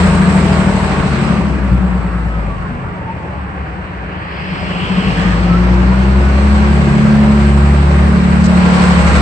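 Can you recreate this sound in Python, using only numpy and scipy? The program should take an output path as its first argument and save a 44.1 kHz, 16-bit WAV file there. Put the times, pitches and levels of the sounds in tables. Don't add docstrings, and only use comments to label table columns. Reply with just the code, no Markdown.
import sys
import numpy as np
from scipy import signal
from scipy.fft import rfft, irfft, next_fast_len
from scipy.io import wavfile
from scipy.ndimage import uniform_filter1d, map_coordinates

SR = 44100
rng = np.random.default_rng(int(sys.argv[2]) if len(sys.argv) > 2 else 0)


def master(y):
    cut = np.clip(np.atleast_2d(y).T, -1, 1)
    pcm = np.round(cut * 32767)
    wavfile.write(sys.argv[1], SR, pcm.astype(np.int16))


N = 406161
COARSE = 14
CYLINDERS = 6

BOOMS = (1, 2, 3, 2 / 3, 7 / 3, 5 / 2)
# frequency in Hz, level in dB.
PIPE = [(30, -54.5), (48, -8), (68, -1.5), (105, -7), (140, -5.5), (190, 0), (222, -12), (290, -17),
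        (360, -15), (480, -19), (800, -88.5)]
# time in seconds, lag of the left in ms, left over right in dB.
BEARING = [(0, .1, 0.5), (1, .05, 1.5), (2, .09, 1.5), (2.5, -.43, 0.5), (3.5, -0.41, -1), (4, -.41, 0.5),
           (5, -.33, 1.5), (7, -.3, -1.5), (8, -.45, -2), (9.21, -.26, -1)]
# time in seconds, distance in m.
DISTANCE = [(0.0, 8.0), (0.6, 8.37), (1.3, 10.03), (2.0, 12.8), (3.0, 15.2), (4.3, 15.77), (5.5, 16.3),
            (6.2, 13.6), (6.8, 11.17), (7.4, 8.52), (8.0, 7.98), (8.6, 7.25), (9.21, 4.9)]


def amp(db):
    return 10 ** (np.asarray(db) / 20)


def unit(x):
    return x / np.sqrt(np.mean(x ** 2) + 1e-20)


def along(points, hz):
    f, v = np.transpose(points)
    return np.interp(np.log(hz + 1), np.log(f + 1), v)


def curves(rows):
    s, *cols = np.transpose(rows)
    return [np.interp(np.arange(N) / SR, s, c) for c in cols]


def during(rows, order=1):
    columns = np.transpose(rows)
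    return amp(np.interp(np.arange(N) / SR, columns[0], columns[order], -120, -120))


def wobble(rate, size=N):
    count = int(N * rate / SR) + 1
    smooth = map_coordinates(rng.standard_normal(count + 3), [np.linspace(0, count, count * 16)])
    return np.interp(np.linspace(0, 1, size), np.linspace(0, 1, len(smooth)), smooth)


def filtered(x, response):
    m = next_fast_len(N + 8192)
    return irfft(rfft(x, m) * response(np.fft.rfftfreq(m, 1 / SR)), m)[..., :N]


def fine(x):
    return signal.resample_poly(x, COARSE, 1, axis=1)[:, :N]


def tone(angle, apart, drift, flutter_db, rate):
    n = len(angle)
    phase = angle + drift * wobble(rate, size=n) + rng.uniform(0, 2 * np.pi)
    step = apart * wobble(1.28, size=n)
    level = np.sqrt(2) * amp(flutter_db * wobble(rate, size=n))
    return level * np.sin([phase + step, phase - step])


def orders(rate, turn, colour, multiples, apart, drift, flutter_db, spread_db):
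    cycle_hz, angle = rate[::COARSE] / CYLINDERS, turn[::COARSE] / CYLINDERS
    out = 0
    for k in multiples:
        strength = amp(along(colour, k * cycle_hz) + spread_db * rng.standard_normal())
        out = out + strength * tone(k * angle, apart, drift, flutter_db, rate=2.5)
    moving_power = uniform_filter1d(np.mean(out ** 2, axis=0), size=2400)
    return fine(out / np.sqrt(moving_power + 1e-9))


def rush(spectrum, patchy_db, direct, ring=np.ones_like):
    # frequency in Hz, left-right likeness of the surrounding part.
    alike = [(60, 0.94), (140, 0.87), (320, .95), (510, .8), (1040, 0.089), (2110, -0.12), (4300, 0.023),
             (8780, 0.032)]
    z = signal.stft(rng.standard_normal((3, N)), nperseg=512)[2]
    field = uniform_filter1d(rng.standard_normal(z.shape[1:]), size=8, axis=0)
    field = uniform_filter1d(field, size=12, axis=1)
    noise = signal.istft(z * amp(patchy_db * unit(field)), nperseg=512)[1][:, :N]

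    angle = lambda hz: np.arccos(np.clip(along(alike, hz), -1, 1)) / 2
    mid, side = filtered(noise[:2], lambda hz: np.array([np.cos(angle(hz)), np.sin(angle(hz))]))
    around = np.array([mid + side, mid - side])
    late = np.arange(N) - np.round(curves(BEARING)[0] * SR / 1000).astype(int)
    straight = np.array([noise[2][np.clip(late, 0, N - 1)], noise[2]])
    share = np.clip(direct, 0, 1)
    both = np.sqrt(share) * straight + np.sqrt(1 - share) * around
    return unit(filtered(both, lambda hz: amp(along(spectrum, hz)) * ring(hz)))


def bucket():
    # start in seconds, frequency in Hz, time to fall 60 dB in seconds, level in dB.
    thuds = [(1.709, 62, 0.41, -7), (1.708, 125, 0.3, -5.5), (2.7, 241, 0.56, -21.5)]
    out = 0
    for s, hz, t60, db in thuds:
        since = np.maximum(np.arange(N) / SR - s, 0)
        envelope = amp(db - 60 * since / t60) * (1 - np.exp(-since / 0.0067))
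        out = out + envelope * np.sin(2 * np.pi * hz * since)
    return out


def valve():
    # start in seconds, length in seconds, hiss gain in dB, hoot level in dB.
    releases = [(5.17, .17, -42.5, -28.5), (8.44, .035, -27.5, -40)]
    # frequency in Hz, hiss response in dB.
    hiss_colour = [(1200, -20.5), (1700, 6.5), (2300, -1), (5000, 2.5), (9000, 0)]
    hoot_hz = (1500, 1900)
    t = np.arange(N) / SR
    gate = lambda s, length: np.clip(np.minimum((t - s) / .0015, (s + length - t) / 0.009), 0, 1)
    puff_gain = sum(amp(db) * gate(s, length) for s, length, db, _ in releases)
    hoot_gain = sum(amp(db) * gate(s, length) for s, length, _, db in releases)
    narrow = signal.butter(2, hoot_hz, "bandpass", fs=SR, output="sos")
    hoot = unit(signal.sosfilt(narrow, rng.standard_normal((2, N))))
    hiss = filtered(rng.standard_normal((2, N)), lambda hz: amp(along(hiss_colour, hz)))
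    return hoot_gain * hoot + puff_gain * hiss


def intake():
    # time in seconds, low, middle and high band in dB, relative turbine speed.
    load = [(2.6, -52, -62, -82, .9), (4.05, -39.5, -44, -64, .92), (4.4, -33.5, -36.5, -47, .98),
            (4.6, -35, -35, -46, .99), (4.85, -37.5, -29.5, -46.5, 1), (5.12, -36.5, -31, -43.5, 1.01),
            (5.35, -37.5, -39, -45.5, 1.01), (5.75, -46, -48, -50.5, 1.01)]
    # frequency in Hz, level in dB.
    air_colour = [(1100, -22.5), (1700, 0.5), (2300, 0.5), (2800, 1), (3250, -1.5), (3750, -13),
                  (4300, -2.5), (5200, -3.5), (5900, -20), (7500, -40), (9500, -30.5)]
    split_hz = (2250, 3750)
    speed = curves(load)[-1]
    read = np.cumsum(speed) + np.sum(1 - speed[:round(load[-1][0] * SR)])
    noise = rush(air_colour, patchy_db=1.2, direct=0.5)
    below = [filtered(noise, lambda hz: 1 / (1 + (hz / edge) ** 12)) for edge in split_hz]
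    bands = below[0], below[1] - below[0], noise - below[1]
    slide = lambda band: map_coordinates(unit(band), np.broadcast_arrays([[0], [1]], read), order=1)
    return sum(during(load, order=k + 1) * slide(band) for k, band in enumerate(bands))


def panel():
    # time in seconds, level in dB before flutter.
    hum_level = [(5.3, -44.5), (5.59, -30.5), (7.3, -34), (7.45, -27), (8.3, -38.5)]
    angle = 2 * np.pi * 358 * np.arange(0, N, COARSE) / SR
    return during(hum_level) * fine(tone(angle, apart=.3, drift=1.5, flutter_db=2.5, rate=13))


def pumps(rate, turn):
    # multiple of the firing rate, relative level in dB.
    lines = [(11 / 3, 1), (23 / 3, -4), (8.6, 1), (11.5, -2), (46 / 3, -7), (17, -3), (19.1, -4)]
    out = 0
    for k, db in lines:
        audible = k * rate[::COARSE] < 1450
        line = tone(k * turn[::COARSE], apart=.5, drift=1.1, flutter_db=5, rate=5)
        out = out + amp(db) * audible * line
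    return fine(out)


def gear(turn):
    # time in seconds, level in dB before flicker and a 2.5 dB cut.
    whine_level = [(1.5, -50), (1.72, -38), (1.95, -44), (2.2, -36), (2.25, -46), (2.35, -35), (2.45, -37),
                   (2.5, -30), (2.6, -35), (2.75, -37), (2.85, -44), (3.04, -37), (3.1, -30), (3.2, -35),
                   (3.4, -37), (3.55, -43), (3.7, -38), (3.85, -60), (4.7, -60), (4.85, -35), (5, -32),
                   (5.1, -39), (5.35, -33), (5.45, -43), (5.5, -30), (5.57, -27), (5.6, -42), (5.65, -32),
                   (5.72, -46), (5.9, -39), (7, -37), (8.1, -45), (9.21, -40)]
    teeth = 67 / 3
    flicker = amp(2.2 * wobble(22) - 2.5)
    line = tone(teeth * turn + 1.5 * wobble(12), apart=.7, drift=1.4, flutter_db=3.5, rate=45)
    return during(whine_level) * flicker * line


def rap(turn, clatter_db):
    # frequency in Hz, level in dB.
    rap_colour = [(400, -30), (520, -3), (580, -0.5), (650, -5), (1000, -30)]
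    swing_db = 6 * np.cos(turn / CYLINDERS + .6 * wobble(6)) + 2.5 * wobble(14)
    mid, side = filtered(rng.standard_normal((2, N)), lambda hz: amp(along(rap_colour, hz)))
    ringing = unit(amp(swing_db) * [mid + 0.37 * side, mid - .4 * side])
    return amp(10.5 + 1.406 * clatter_db) * ringing


def knock(rate, turn):
    # frequency in Hz, level in dB.
    case_colour = [(300, -11.5), (450, 0.5), (580, -3), (700, -6.5), (800, -7), (1100, -6), (1400, -9)]
    return orders(rate, turn, case_colour, range(24, 96), apart=.6, drift=.4, flutter_db=5, spread_db=3)


def hood(hz):
    # centre in Hz, width in Hz, lift in dB.
    modes = [(578, 50, 4), (770, 24, 5), (953, 28, 5), (1096, 70, 3), (1165, 30, 3)]
    return amp(sum(db / (1 + ((hz - centre) / (width / 2)) ** 2) for centre, width, db in modes))


def body_and_block(turn, clatter_db):
    # frequency in Hz, level in dB; first the body, then the block.
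    body_colour = [(150, -41.5), (260, -2.5), (500, -5), (800, -5), (1150, -5.5), (1600, -7), (2700, -17.5),
                   (3500, -30), (6000, -75)]
    block_colour = [(500, -23.5), (1200, -6), (2300, -6), (2900, -11), (3500, -16), (4300, -14.5),
                    (5300, -21), (7000, -27.5), (9500, -13.5)]
    # time in seconds, top of the clatter over the rest in dB.
    treble = [(0, 4), (.8, 3), (1.2, -0.5), (2.2, 1.5), (3, -1), (4.2, -3), (4.7, 1.5), (5.7, -4),
              (6.5, -1), (7.7, 1.5), (8.2, 0.5), (9.21, 0)]
    beat = np.cos(turn) + 0.93 * np.cos(turn / 3) + .5 * np.cos(turn / 2)
    shake = wobble(8)
    nearness = (10 / curves(DISTANCE)[0]) ** 2
    lope_db = .28 * nearness * (np.cos(turn / CYLINDERS) + 0.51 * wobble(9))

    roar_db = -9.5 + .36 * clatter_db + lope_db + .6 * beat + 0.18 * shake
    roar = amp(roar_db) * rush(body_colour, patchy_db=1.2, direct=0.3, ring=hood)
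    block_db = clatter_db + lope_db + 11.5 + 0.36 * beat + 0.46 * shake
    clatter = amp(block_db) * rush(block_colour, patchy_db=1.0, direct=0.092)
    top = (amp(curves(treble)[0]) - 1) * filtered(clatter, lambda hz: hz > 6800)
    return roar + clatter + top


def rumble(growl_db):
    return amp(growl_db - 3) * rush(PIPE, patchy_db=2.2, direct=0.035)


def growl(rate, turn):
    between = [k for k in range(2, 36) if k / CYLINDERS not in BOOMS]
    return orders(rate, turn, PIPE, between, apart=0.29, drift=0.34, flutter_db=5, spread_db=2)


def bark():
    # start in seconds, level in dB before a 2 dB lift and the envelope, frequency in Hz.
    firings = [(4.519, -14.5, 161.5), (4.619, -13.5, 174.7), (4.662, -13.5, 180.8), (4.749, -13.5, 175.4),
               (4.809, -9.5, 178), (4.895, -7, 184.5), (4.969, -7, 186), (5.062, -8, 184.4),
               (5.097, -14.5, 186), (5.159, -8, 172.3), (5.244, -5, 183.4), (5.289, -6.5, 179.7),
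               (5.398, -5.5, 186.3), (5.489, -5.5, 175)]
    rise_s, t60_s = 0.01, 0.21
    rings = 0
    for s, db, hz in firings:
        since = np.maximum(np.arange(0, N, COARSE) / SR - s, 0)
        envelope = amp(db + 2 - 60 * since / t60_s) * (1 - np.exp(-(since / rise_s) ** 2))
        rings = rings + envelope * np.sin(2 * np.pi * hz * since + rng.uniform(0, 2 * np.pi))
    return fine(rings[None])


def paths(hz):
    images = [(10.995, 2.5, 0.77), (1.96, 5.5, 0.9), (14.8, 0.0, 0.95), (17.02, 4, 0.83)]
    far = curves(DISTANCE)[0][::COARSE]
    echoes = 0
    for side, back, share in images:
        way = np.hypot(far + back, side)
        echoes = echoes + share / way * np.exp(-2j * np.pi * hz * (way - far) / 343)
    return 10 * np.abs(1 / far + echoes)


def exhaust(rate, turn):
    # level of one boom in dB, before effort, muffler and paths.
    boom_db = (1.1, -3, -6.5, -21.5, -27.5, -23)
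    # frequency in Hz, muffler response in dB.
    muffler = [(40.0, -29.5), (55.0, -8.5), (80.0, -14.5), (120.0, -17), (150.0, -11), (180.0, 0.0),
               (215.0, -1.6), (250.0, -30.5)]
    # time in seconds, level in dB.
    effort = [(0, -12), (1.2, -7), (1.8, -16.5), (2.4, -17.5), (2.8, -13.5), (3.6, -18.5), (4.3, -28),
              (4.9, -18), (5.6, -11), (7, 0), (8, -1.6), (8.7, -11.5), (9.21, -13.5)]
    # time in seconds, change in dB.
    lowest = [(6.75, 0), (6.97, -8.5), (7.2, 1.5), (7.8, 2), (8.4, -1.5), (8.75, -4), (9.21, 5.5)]
    # time in seconds, change in dB.
    chug = [(0, 4), (.25, 6), (.7, 4), (1.3, -6), (5, 0)]
    rate, turn = rate[::COARSE], turn[::COARSE]
    effort_db, lowest_db, chug_db = [curves(rows)[0][::COARSE] for rows in (effort, lowest, chug)]
    hunt = .12 + 1.8 * np.clip((50 - rate) / 8, 0, 1)
    out = 0
    for k, db in zip(BOOMS, boom_db):
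        level_db = db + (k % 1 == 0) * effort_db + (k == 1) * lowest_db + (k == 7 / 3) * chug_db
        gain = amp(level_db + along(muffler, k * rate)) * paths(k * rate)
        out = out + gain * tone(k * turn, apart=.15, drift=hunt, flutter_db=1.2, rate=7)
    return fine(out)


def scene():
    # time in seconds, firing rate in Hz.
    speed = [(0.0, 81.4), (0.4, 77.17), (1.0, 76.7), (1.3, 71.9), (1.75, 61.35), (2.0, 58.96),
             (2.35, 57.27), (2.6, 48.47), (2.8, 44.4), (3.1, 40.74), (3.8, 32.4), (4.2, 31.94),
             (4.8, 42.78), (5.2, 53.65), (5.6, 59.91), (6.4, 68.25), (6.8, 71.18), (7.7, 70.77),
             (8.2, 72.52), (8.8, 72.26), (9.21, 71.34)]
    # time in seconds, level in dB that clatter and its followers build on.
    clatter_level = [(0, -32.5), (.3, -34), (1.3, -37), (1.64, -47), (3, -55.5), (4.3, -55), (4.64, -48),
                     (5.21, -37), (5.55, -40), (6.9, -37), (8.1, -39), (8.42, -38), (8.67, -32), (9, -29.5),
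                     (9.21, -29.5)]
    # time in seconds, level of the growl in dB.
    growl_level = [(0, -19.5), (1.2, -20), (1.7, -20.5), (2.4, -24.5), (3, -27.5), (4.3, -29.5),
                   (5.1, -20.5), (5.6, -22), (6.9, -22.5), (8, -22.5), (8.7, -21.5), (9.21, -20.5)]
    rate, clatter_db, growl_db = [curves(rows)[0] for rows in (speed, clatter_level, growl_level)]
    turn = 2 * np.pi * np.cumsum(rate) / SR
    sides = amp(np.outer([1, -1], curves(BEARING)[1]) / 2)

    air = valve() + intake()
    knocking = amp(3 + 0.89 * clatter_db) * knock(rate, turn)
    pumping = amp(-9 + .85 * clatter_db) * pumps(rate, turn)
    mechanical = panel() + pumping + gear(turn) + rap(turn, clatter_db) + knocking
    surfaces = body_and_block(turn, clatter_db) + rumble(growl_db)
    low = sides * (bucket() + amp(growl_db) * growl(rate, turn) + bark() + exhaust(rate, turn))
    return air + mechanical + surfaces + low


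def record(dry):
    # frequency in Hz, response of the microphone ports in dB.
    port = [(15, -28.5), (30, 0.5), (5500, 2), (6950, 2), (7900, 6.5), (8600, -3.5), (9000, -16),
            (9380, -30)]
    # frequency in Hz, left port over right in dB.
    lean = [(400, 2), (1400, -1.5), (4500, 1), (8500, 0)]
    x = filtered(dry, lambda hz: amp(along(port, hz) + np.outer([1, -1], along(lean, hz)) / 2))
    x = x / (1 + np.abs(x / .99) ** 8) ** (1 / 8)
    return filtered(x, lambda hz: hz < 9380)


dry = scene()
out = record(dry)
master(out)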